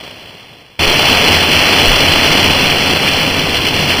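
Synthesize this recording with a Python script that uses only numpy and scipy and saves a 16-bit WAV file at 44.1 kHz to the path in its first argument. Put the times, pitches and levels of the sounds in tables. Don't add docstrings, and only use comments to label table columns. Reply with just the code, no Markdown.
import sys
import numpy as np
from scipy import signal
from scipy.fft import rfft, irfft
from scipy.io import wavfile
from scipy.ndimage import uniform_filter1d

SR = 44100
rng = np.random.default_rng(int(sys.argv[2]) if len(sys.argv) > 2 else 0)


def pcm_store(signal):
    levels = np.round(np.clip(np.atleast_2d(signal), -1, 1) * 32767)
    wavfile.write(sys.argv[1], SR, levels.astype(np.int16).T)


N = 176400
T = np.arange(N) / SR
CUT_S, CUT_RISE_S = .79, .0035
PATS_PER_S, PAT_SPREAD_DB = 2200, 2
# f/Hz, level/dB
SPLASH_SPECTRUM = [(400, -25.5), (1300, -16.5), (1900, -5.5), (2400, -3.5), (2850, 1), (3400, -3),
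                   (4100, -5.5), (4800, -10.5), (5400, -13), (6000, -13.5)]


def from_db(db):
    return 10 ** (np.asarray(db) / 20)


def rms_one(x):
    return x / np.sqrt(np.mean(x ** 2) + 1e-20)


def envelope(rows):
    return from_db(np.interp(T, *np.transpose(rows)))


def drift(hz):
    hop, settle = 40, 2000
    pole = np.exp(-2 * np.pi * hz * hop / SR)
    noise = rng.standard_normal(N // hop + settle + 2)
    slow = signal.lfilter([1], [1, -2 * pole, pole * pole], noise)[settle:]
    return np.interp(np.arange(N) / hop, np.arange(len(slow)), rms_one(slow))


def colour(x, spectrum, size=8192):
    hz, db = np.transpose(spectrum)
    bin_hz = np.maximum(np.arange(size // 2 + 1) * SR / size, 1)
    gain = from_db(np.interp(np.log(bin_hz), np.log(hz), db))
    cepstrum = irfft(np.log(gain))
    response = irfft(np.exp(rfft(2 * cepstrum[:size // 2], size)))
    return rms_one(signal.fftconvolve(x, response)[:N])


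def ring(clicks, hz, t60):
    pole, angle = from_db(-60 / (t60 * SR)), 2 * np.pi * hz / SR
    return signal.lfilter([0, np.sin(angle)], [1, -2 * pole * np.cos(angle), pole * pole], clicks + 1e-18)


def drops(per_s, spread_db):
    sizes = from_db(spread_db * np.minimum(rng.exponential(1, N), 5))
    return sizes * rng.choice([-1, 1], N) * (rng.random(N) < per_s / SR)


def slaps(per_s=600, decay_s=.0017):
    hits = drops(per_s, spread_db=2)
    energy = signal.lfilter([1], [1, -np.exp(-2 / (decay_s * SR))], hits ** 2 + 1e-18)
    return rms_one(np.sqrt(energy) * rng.standard_normal(N))


def quiet_rain():
    # t/s, level/dB
    fade = [(0, -31), (.12, -32.5), (.36, -36), (.6, -39.5), (.78, -45)]
    # f/Hz, level/dB
    spectrum = [(30, -11), (70, -2), (120, 4.5), (200, -2), (700, -2.5), (1500, -11), (2200, -5),
                (2900, -1), (3500, -2.5), (4600, -11), (6000, -17)]
    return from_db(2) * envelope(fade) * colour(slaps() + rng.standard_normal(N), spectrum)


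def porch_drumming(low_cut_hz=70):
    # f/Hz, width/Hz, level at the cut/dB, level at the end/dB
    modes = [(90, 7.1, -22.5, -30), (150.5, 12, -30.5, -28), (194, 20, -41, -27), (259, 31, -39, -25)]
    hits = drops(PATS_PER_S, PAT_SPREAD_DB)
    drumming = np.zeros(N)
    for hz, width, first_db, last_db in modes:
        mode = rms_one(ring(hits, hz, t60=np.log(1000) / (np.pi * width)))
        drumming += envelope([(CUT_S, first_db), (T[-1], last_db)]) * mode
    return signal.sosfilt(signal.butter(4, low_cut_hz, "high", fs=SR, output="sos"), drumming)


def camera_bumps():
    # t/s, f/Hz, level/dB, t60/s
    knocks = [(.87, 16, -6.5, .12), (1.876, 28, -5.5, .36), (2.13, 21, -15, 0.52)]
    return sum(ring(-from_db(db) * (np.arange(N) == int(s * SR)), hz, t60) for s, hz, db, t60 in knocks)


def big_drops(decay_s=.005):
    # t/s, level/dB
    landings = [(2.6996, 5), (2.9, -3), (3.3936, 3), (3.5694, 3), (3.6661, 2), (3.9324, -4)]
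    bursts = sum(from_db(db - 11) * (T >= s) * np.exp(-np.abs(T - s) / decay_s) for s, db in landings)
    return bursts * colour(rng.standard_normal(N), SPLASH_SPECTRUM)


def plinks(count=16, low_hz=2293, high_hz=3660, cycles=25):
    hits = drops(per_s=350, spread_db=2)
    pitch_index = rng.integers(0, count, N)
    pitches = np.geomspace(low_hz, high_hz, count)
    return rms_one(sum(ring(hits * (pitch_index == k), hz, cycles / hz) for k, hz in enumerate(pitches)))


def downpour(pat_share=.67):
    # f/Hz, level/dB
    body_spectrum = [(20, -2), (55, -16), (80, -5.5), (250, -2), (400, -2.5), (750, -3), (1100, -7),
                     (1500, -8), (2300, -12.5), (5000, -29)]
    # t/s, level/dB
    body_levels = [(.8, -18), (1.1, -15), (1.45, -16.5), (1.85, -15.5), (2.4, -16.5), (3.05, -19),
                   (3.55, -21), (4, -19)]
    # t/s, level/dB
    splash_levels = [(0.81, -13.5), (0.85, -11), (0.86, -18.5), (0.88, -12.5), (1.11, -11), (1.26, -13),
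                     (1.27, -9.5), (1.31, -13), (1.33, -9.5), (1.48, -14.5), (1.53, -11.5), (2.12, -11.5),
                     (3.06, -14.5), (3.08, -10), (3.1, -13.5), (3.17, -14.5), (3.38, -16.5), (3.4, -14),
                     (3.45, -17.5), (3.57, -15.5), (3.6, -17), (3.68, -14.5), (3.72, -19), (3.81, -14),
                     (3.86, -15), (3.92, -12.5), (3.97, -16), (3.99, -13)]
    surge = from_db(.53 * drift(hz=16))
    near = slaps()
    pats = rms_one(drops(PATS_PER_S, PAT_SPREAD_DB))
    body = colour(np.sqrt(pat_share) * pats + np.sqrt(1 - pat_share) * near, body_spectrum)
    far_wash = colour(rng.standard_normal(N), SPLASH_SPECTRUM)
    splash = far_wash + from_db(-1.5) * colour(near, SPLASH_SPECTRUM) + from_db(-6.5) * plinks()
    body *= from_db(2) * envelope(body_levels) * np.sqrt(surge)
    splash *= envelope(splash_levels) * surge
    return body + splash


def scene():
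    cut = np.clip((T - CUT_S) / CUT_RISE_S, 0, 1)
    rain = (1 - cut) * quiet_rain() + cut * (downpour() + porch_drumming())
    return (rain + big_drops() + camera_bumps())[None]


def record(dry):
    recorder_hz, cutoff_hz = 12050, 15520
    notch_hz, notch_width_hz = 3758, 479
    sides_hz = np.array([-.5, .5]) * notch_width_hz
    notch = signal.butter(4, notch_hz + sides_hz, "bandstop", fs=SR, output="sos")
    lowpass = signal.ellip(10, .3, 70, recorder_hz / 2, fs=SR, output="sos")
    narrow = signal.sosfilt(notch, signal.sosfilt(lowpass, dry))
    clipped = narrow / (1 + narrow ** 8) ** (1 / 8)
    slope = np.gradient(clipped, axis=-1) * SR / recorder_hz
    images = from_db(-19.5) * slope * np.cos(2 * np.pi * recorder_hz * T)
    running_rms = np.sqrt(np.abs(uniform_filter1d(clipped ** 2, size=200)))
    grit = from_db(-20) * running_rms * rng.standard_normal(N)
    final_eq = signal.firwin(1201, [*(notch_hz + sides_hz / 2), cutoff_hz], fs=SR)
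    return signal.fftconvolve(clipped + images + grit, final_eq[None], "same")


dry = scene()
out = record(dry)
pcm_store(out)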